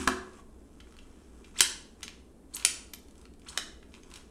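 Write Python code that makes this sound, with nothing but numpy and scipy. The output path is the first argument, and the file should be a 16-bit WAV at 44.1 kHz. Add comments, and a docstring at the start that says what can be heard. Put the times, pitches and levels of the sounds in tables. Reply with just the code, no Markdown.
"""Sliding metal poles together

Aluminium pole sections slide home into their sockets, two metres from a phone in a furnished living room.
Joints chatter faster and faster as they slide, and tubes knock: a short ragged contact sets tube modes ringing.
Fingers scuff the tubes in dense tiny slips, and a pole foot bumps the wooden table, which answers with low modes.
Echoes and a fading noise tail make the room, over a low household hum of shaped noise and a wavering tone."""
import sys
import numpy as np
from scipy import signal
from scipy.fft import rfft, irfft, next_fast_len
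from scipy.io import wavfile
from scipy.ndimage import uniform_filter1d

SR = 44100
rng = np.random.default_rng(int(sys.argv[2]) if len(sys.argv) > 2 else 0)


def log_audio(samples):
    """Write samples as a 16-bit WAV file to the path given in sys.argv[1]."""
    # one column per channel
    frames = np.atleast_2d(samples).T
    # limit to full scale, then quantise
    limited = np.clip(frames, -1, 1)
    pcm = np.round(limited * 32767).astype(np.int16)
    wavfile.write(sys.argv[1], SR, pcm)


N = 189977

# Knocks of tube on tube: start_s, level_db, contact_ms, body_tilt_db_per_octave (below the knee),
# treble_tilt_db_per_octave (above the knee), favoured_mode_hz, favoured_mode_boost_db
TUBE_KNOCKS = [(.075, -14, 3.44, 7.5, -1, 1627, 18), (0.802, -46, 6.5, -5.5, -6.5, 3050, 24),
               (0.871, -56.5, 2.5, 16, -8, 2480, 10), (0.923, -54, 2.5, 7, 1, 2960, 7),
               (0.967, -51.5, 1.6, 4, -1, 4400, 19), (.988, -47, 4.2, -10, -7.5, 3050, 19),
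               (1.444, -48, 7, -16.5, -10, 2980, 15.5), (1.589, -28.5, 4.1, -26, -4, 3400, 20),
               (1.595, -26.5, 3.5, -14.5, -6.5, 3400, -2.5), (1.606, -6, 2.9, -7.5, 2.5, 8130, 14),
               (2.007, -52.5, 2.8, 8.5, 3, 2485, 3), (2.021, -53.5, 2, -23, -19.5, 3020, 5.5),
               (2.030, -31, 3.67, -10, -1, 6410, 6), (2.037, -37.5, 1, 1, -3.5, 6500, 38),
               (2.049, -51.5, 3, -10, -16, 3030, 5), (2.0799, -35.5, 1.1, -4, -6, 2970, 0),
               (2.567, -31.5, 0.86, -23, -1, 4380, 12), (2.598, -40, 2.2, -27, -6, 4360, 21),
               (2.626, -40.5, 1.5, -31, -16, 4300, 10), (2.649, -9.5, 2.68, -4.5, 3, 9650, 13),
               (2.935, -31.5, 5.2, -10.5, -1, 12610, 36), (3.084, -56, 2.4, -24, 1.5, 4400, 14.5),
               (3.109, -57, 2.2, -12, 2.5, 6300, 1), (3.155, -58.5, 1.6, -15, 0, 9800, -10),
               (3.179, -54.5, 3, -11, 4, 7900, 18), (3.214, -54.5, 2.2, -31.5, 3, 7550, 11),
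               (3.254, -49.5, 2, -2.5, -5, 4350, 17), (3.337, -58.5, 2.2, -10, -1, 7960, 16),
               (3.396, -58.5, 1.24, -8.5, 2, 9600, 14), (3.418, -58, 2.2, -16.5, -9.5, 6350, 4),
               (3.575, -19.5, 1.96, -7.5, -5, 3050, 16), (3.827, -51.5, 5.8, -0.5, -12, 2880, 12),
               (3.940, -46, 2.9, -14.5, -11, 4330, 1), (3.949, -51, 1.6, -12.5, -5, 5500, 6),
               (4.034, -51, 1.3, -14, -4.5, 6400, 21), (4.102, -53, 3, -14, 7, 6400, 9),
               (4.114, -48.5, 2.8, -16, -5, 3400, -1), (4.129, -61, 3.3, -9, -12, 2460, 6),
               (4.139, -42, 1.7, -20, -1, 4500, 20), (4.157, -40, 8, -13.5, -3, 5500, 14),
               (4.173, -49, 1.5, 0, 5, 5500, 3)]
# Ringing modes of a tube: pitch_hz, relative_level_db, free_t60_s (time to fade by 60 dB)
TUBE_MODES = [(365, 4, .05), (1150, 0, .02), (1660, 0, .02), (2480, 0, .02), (3050, 0, .012),
              (3400, 0, .02), (4330, 0, .02), (5500, 0, .02), (6400, 0, .025), (6800, 0, .02),
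              (7640, -7, .04), (7850, -4, .05), (8060, -4, .05), (8700, 0, .02), (9650, 0, .025),
              (12750, -2, .05)]
# Modes of the whole frame, thumping under a knock: pitch_hz, level_re_knock_db, t60_s
FRAME_MODES = [(140, -43, 0.14), (360, -37.5, 0.2)]
# Chatter of a sliding joint: start_s, length_s, first_rate_hz, last_rate_hz,
# speed_up_power (of the way slid), final_level_db, first_overtone_level_db
JOINT_SLIDES = [(1.547, 0.046, 1090, 8450, 1.5, -43, -5), (2.535, 0.026, 2700, 13100, 0.93, -26.5, -1),
                (3.455, 0.054, 1009, 9080, 1.5, -46.5, 0)]
# Scuffing strokes, after a first row that stands in for the room's tail fading from an earlier bump: loudest_s,
# level_db, rise_s, fall_s (each time covers 20 dB)
SCUFF_STROKES = [(0.001, -40.5, 0.045, 0.16), (0.399, -62, 0.82, 0.017), (1, -67.5, 1, 1.9),
                 (1.5, -64.5, .9, .1), (1.6, -43.5, 0.056, .015), (2.032, -66, 0.11, 0.31),
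                 (2.562, -51, 0.052, 0.33), (3.25, -68, 0.49, .04), (3.519, -52.5, 0.085, 0.18),
                 (3.959, -61, 0.12, 0.081), (4.163, -55.5, 0.18, 0.12)]
# Tone of the scuffing: pitch_hz, relative_level_db
SCUFF_TONE = [(300, -41.5), (1000, 0.5), (2500, 0), (5000, -4.5), (9000, -5.5), (13000, -10.5),
              (16000, 0.5)]
# Bumps on the table top, the first already fading at the start: start_s, level_db (before mode or rap levels)
TABLE_BUMPS = [(-.03, -29.5), (0.074, -28), (0.384, -58)]
# Tone of the rap on the wood: pitch_hz, relative_level_db
RAP_TONE = [(300, 10.5), (700, 15), (900, 13), (1150, 25), (1400, 3), (1700, 2), (2300, -1), (4000, -8.5),
            (9000, -8), (14000, -21)]
# Ringing modes of the table top: pitch_hz, relative_level_db, t60_s
TABLE_MODES = [(73.44, -9.5, 0.76), (199, -32.5, 0.11), (216.7, -9, 0.63), (240, -19.5, .15),
               (257, 1.5, 0.28), (305.6, -12, 0.37), (343, -10.5, 0.51), (370.4, -9, 0.87),
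               (508, -22, 0.017), (739, -14, 0.15)]
# Fading time of the room: pitch_hz, t60_s
ROOM_FADE = [(250, 1), (700, 0.65), (1500, 0.45), (3000, 0.47), (6000, 0.43), (9000, 0.39), (14000, 0.17)]
# Echoes off table, ceiling and wall: delay_s, level_db
ROOM_ECHOES = [(.003, -13), (.0105, -12), (.022, -20)]
# Tone of the household noise: pitch_hz, relative_level_db_per_hz
HUM_TONE = [(13, -11.5), (21, 4), (27, -11.5), (40, -13), (62, -0.5), (115, -21.5), (217, -10), (278, -11),
            (457, -16.5), (496, -22), (750, -27), (2390, -45), (6500, -46.5), (8200, -42), (10000, -42.5),
            (16000, -62)]
# Treble colour of the microphone port: pitch_hz, gain_db
MIC_TONE = [(5000, 0), (8000, 1), (10000, 1), (11400, -8), (12800, -5), (13800, -9), (16000, -21)]

# Knocks: the two tilts meet at the knee and reach out to the body and treble pitches
KNEE_HZ, BODY_HZ, TREBLE_HZ = 2800, 1360, 9260
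BASS_DB = -22  # at 600 Hz: thin tubes hardly move bass
TOP_DROP_DB = -3.5  # at 13 kHz, below the treble
RING_DB, RING_SCATTER_DB = -32, 2
CONTACT_RISE_MS = 0.82
# Slides
SWELL_DB = 31  # gain over the slide
HOME = .85  # share of the slide after which the rate climbs no more
OVERTONE_FADE_DB = 15.5
GRIP = 0.16  # share of the ringing time left where a hand holds the tube
# Scuffs and raps
SLIPS_PER_S, SLIP_SCATTER_DB = 450, 2.2
RAP_DB, RAP_MS = 8.5, 15.7
# Room and background
ROOM_DB = -7  # whole tail, against the direct sound
ROOM_GAP_S = 0.00043  # build-up time of the tail
HUM_DB, MAINS_DB, MAINS_HZ = -53, -64, 58.4
# Microphone
CEILING = .75  # amplitude towards which peaks are rounded
TOP_HZ = 16300


def undb(db):
    """Turn decibels into a plain multiplier."""
    return 10 ** (np.asarray(db) / 20)


def unit(x):
    """Scale to an average (RMS) strength of one."""
    return x / np.sqrt(np.mean(x ** 2))


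def colour(x, points):
    """Shape the tone by (pitch_hz, level_db) points, joined on a log-frequency axis."""
    hz, db = np.transpose(points)
    size = next_fast_len(len(x))
    bins = np.maximum(np.arange(size // 2 + 1) * SR / size, 1)
    gain = undb(np.interp(np.log(bins), np.log(hz), db))
    return irfft(rfft(x, size) * gain, size)[:len(x)]


def add(out, x, s):
    """Mix x in from time s on, dropping whatever lies outside the scene."""
    i = int(s * SR)
    part = x[max(-i, 0):N - i]
    out[max(i, 0):max(i, 0) + len(part)] += part


def ring(modes, size, scatter_db):
    """Decaying modes of one blow; where it lands decides how much each one sounds."""
    hz, db, t60 = np.transpose(modes)[:, :, None]
    t = np.arange(size) / SR
    level_chance, pitch_chance = rng.standard_normal((2, len(modes), 1))
    level = undb(db + scatter_db * level_chance - 60 * t / t60)
    pitch = hz * (1 + 0.0054 * pitch_chance)
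    return (level * np.sin(2 * np.pi * pitch * t)).sum(0)


def crack(size, ms):
    """A ragged contact a few ms long; its spectrum is evened out, as for any hard, fast blow."""
    t_ms = 1000 * np.arange(size) / SR
    burst = rfft(rng.standard_normal(size) * np.exp(-(t_ms / ms) ** 3))
    # divide by the spectrum's own average over about 400 Hz
    even = irfft(burst / uniform_filter1d(np.abs(burst), size=int(400 * size / SR)), size)
    even[size // 2:] = 0
    even = even * (1 - np.exp(-t_ms / CONTACT_RISE_MS))
    return even / np.abs(even).max()


def knocks():
    """A short ragged contact cracks and sets the tube ringing."""
    out, size, lead = np.zeros(N), 4096, 64
    for s, db, ms, body, treble, mode_hz, boost_db in TUBE_KNOCKS:
        contact = crack(size, ms)
        modes = np.array(TUBE_MODES, float)
        modes[:, 1] += boost_db * np.exp(-(np.log(modes[:, 0] / mode_hz) / .04) ** 2)
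        blow = contact + undb(RING_DB) * ring(modes, size, RING_SCATTER_DB)
        body_db = body * np.log2(KNEE_HZ / BODY_HZ)
        treble_db = treble * np.log2(TREBLE_HZ / KNEE_HZ)
        bands = [(600, BASS_DB), (BODY_HZ, body_db), (KNEE_HZ, 0),
                 (TREBLE_HZ, treble_db), (13000, treble_db + TOP_DROP_DB)]
        # band levels become levels per Hz
        shape = [(120, BASS_DB - 5.0)] + [(hz, db_band - 10 * np.log10(hz / 5000)) for hz, db_band in bands]
        # a short lead keeps the filter's skirt in front of the blow
        blow = colour(np.roll(blow, lead), shape)
        # the level is as if all the energy fell within 2 ms
        strength = np.sqrt(np.sum(blow ** 2) / (SR * .002))
        add(out, undb(db) * blow / strength, s - lead / SR)
    return out


def held(scatter_db):
    """The tube's answer to a tick while fingers damp it."""
    damped = np.array(TUBE_MODES) * [1, 1, GRIP]
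    answer = ring(damped, size=1024, scatter_db=scatter_db)
    answer[0] = 0.83  # the tick itself
    return answer / np.sqrt(np.sum(answer ** 2))


def slides():
    """The loose end rattles faster as the play shrinks: a rising chirp that flares at each tube mode."""
    out = np.zeros(N)
    for s, length, first_hz, last_hz, speed_up, db, over_db in JOINT_SLIDES:
        way = np.linspace(0, 1, int(length * SR))
        smooth = uniform_filter1d(rng.standard_normal((2, 4096)), size=90)
        rate_wobble, level_wobble = smooth[:, :len(way)] * np.sqrt(90)
        hz = first_hz * (last_hz / first_hz) ** np.minimum(way / HOME, 1) ** speed_up
        phase = 2 * np.pi * np.cumsum(hz * (1 + .07 * rate_wobble)) / SR
        overtones = np.sin(2 * phase) + .7 * np.sin(3 * phase)
        overtones *= undb(over_db - OVERTONE_FADE_DB * way ** 3)
        overtones *= hz < SR / 7  # silent once they would reach too high
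        catching_db = 5.5 * level_wobble
        level = undb(db - SWELL_DB * (1 - way) ** 2 + catching_db)
        fade = signal.windows.tukey(len(way), .2)
        add(out, fade * level * (np.sin(phase) + overtones), s)
    return signal.fftconvolve(out, held(scatter_db=2))[:N]


def scuffs():
    """Dense tiny slips of skin and cord on metal, a few stronger; four spots, each with its own tone. The first
    row stands in for the room's tail, still fading from an earlier bump."""
    out = 0
    for _ in range(4):
        slips = (rng.random(N) < SLIPS_PER_S / SR) * undb(SLIP_SCATTER_DB * rng.exponential(size=N))
        # each slip becomes a brief fading puff of noise
        smear = signal.lfilter([1], [1, -.9], slips) * rng.standard_normal(N)
        out = out + signal.fftconvolve(smear, held(scatter_db=6))[:N]
    t = np.arange(N) / SR
    strokes = [undb(db - 20 * np.maximum((s - t) / rise, (t - s) / fall))
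               for s, db, rise, fall in SCUFF_STROKES]
    return unit(colour(out, SCUFF_TONE)) * np.max(strokes, axis=0)


def raps():
    """A pole foot raps the wooden top: a longer ragged contact with a woody tone."""
    out, lead = np.zeros(N), 512
    for s, db in TABLE_BUMPS:
        rap = colour(np.roll(crack(4096, RAP_MS), lead), RAP_TONE)
        add(out, undb(db + RAP_DB) * rap, s - lead / SR)
    return out


def thuds():
    """The top answers with low, dull modes that reach the phone through the wood."""
    out = np.zeros(N)
    for s, db in TABLE_BUMPS:
        add(out, undb(db) * ring(TABLE_MODES, size=22050, scatter_db=1.5), s)
    return out


def thumps():
    """Every knock also shakes the frame as a whole; so low and brief that the room adds little."""
    out = np.zeros(N)
    for s, db, *_ in TUBE_KNOCKS:
        add(out, undb(db) * ring(FRAME_MODES, size=4096, scatter_db=1.5), s)
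    return out


def room():
    """Direct sound, three mirror echoes, and a diffuse tail that builds up and fades band by band."""
    size = 32768
    t, tail = np.arange(size) / SR, 0
    hz, t60 = np.transpose(ROOM_FADE)
    for centre in 125 * 2 ** np.arange(0, 7.1, .5):
        band_shape = [(centre / 1.414, -40), (centre / 1.3, -6), (centre, 0),
                      (centre * 1.3, -6), (centre * 1.414, -40)]
        band = colour(rng.standard_normal(size), band_shape)
        tail = tail + band * undb(-60 * t / np.interp(np.log(centre), np.log(hz), t60))
    tail = tail * (1 - np.exp(-(t / ROOM_GAP_S) ** 2))
    response = undb(ROOM_DB) * tail / np.sqrt(np.sum(tail ** 2))
    response[0] = 1  # direct sound
    for late, db in ROOM_ECHOES:
        response[int(late * SR)] += undb(db)
    return response


def hum():
    """Air handling and a wavering mains hum behind the walls, swelling a little, with the recorder's hiss."""
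    swell = unit(uniform_filter1d(rng.standard_normal(N), size=8000))
    waver = unit(uniform_filter1d(rng.standard_normal(N), size=3000))
    mains_hz = MAINS_HZ + 1.6 * waver[::-1]
    mains = undb(MAINS_DB + 0.86 * waver) * np.sin(2 * np.pi * np.cumsum(mains_hz) / SR)
    noise = unit(colour(rng.standard_normal(N), HUM_TONE))
    return noise * undb(HUM_DB + 0.2 * swell) + mains


def scene():
    """Sounds in the air pass through the room; thuds and thumps arrive without it."""
    close = knocks() + slides() + scuffs() + raps()
    return (signal.fftconvolve(close, room())[:N] + thuds() + thumps())[None]


def record(dry):
    """The microphone port colours the treble, the steady background joins, peaks are rounded, the top is cut."""
    mixed = colour(dry[0], MIC_TONE) + hum()
    rounded = CEILING * np.tanh(mixed / CEILING)
    top_cut = signal.ellip(8, .2, 70, TOP_HZ, fs=SR, output="sos")
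    return signal.sosfilt(top_cut, rounded)[None]


dry = scene()
out = record(dry)
log_audio(out)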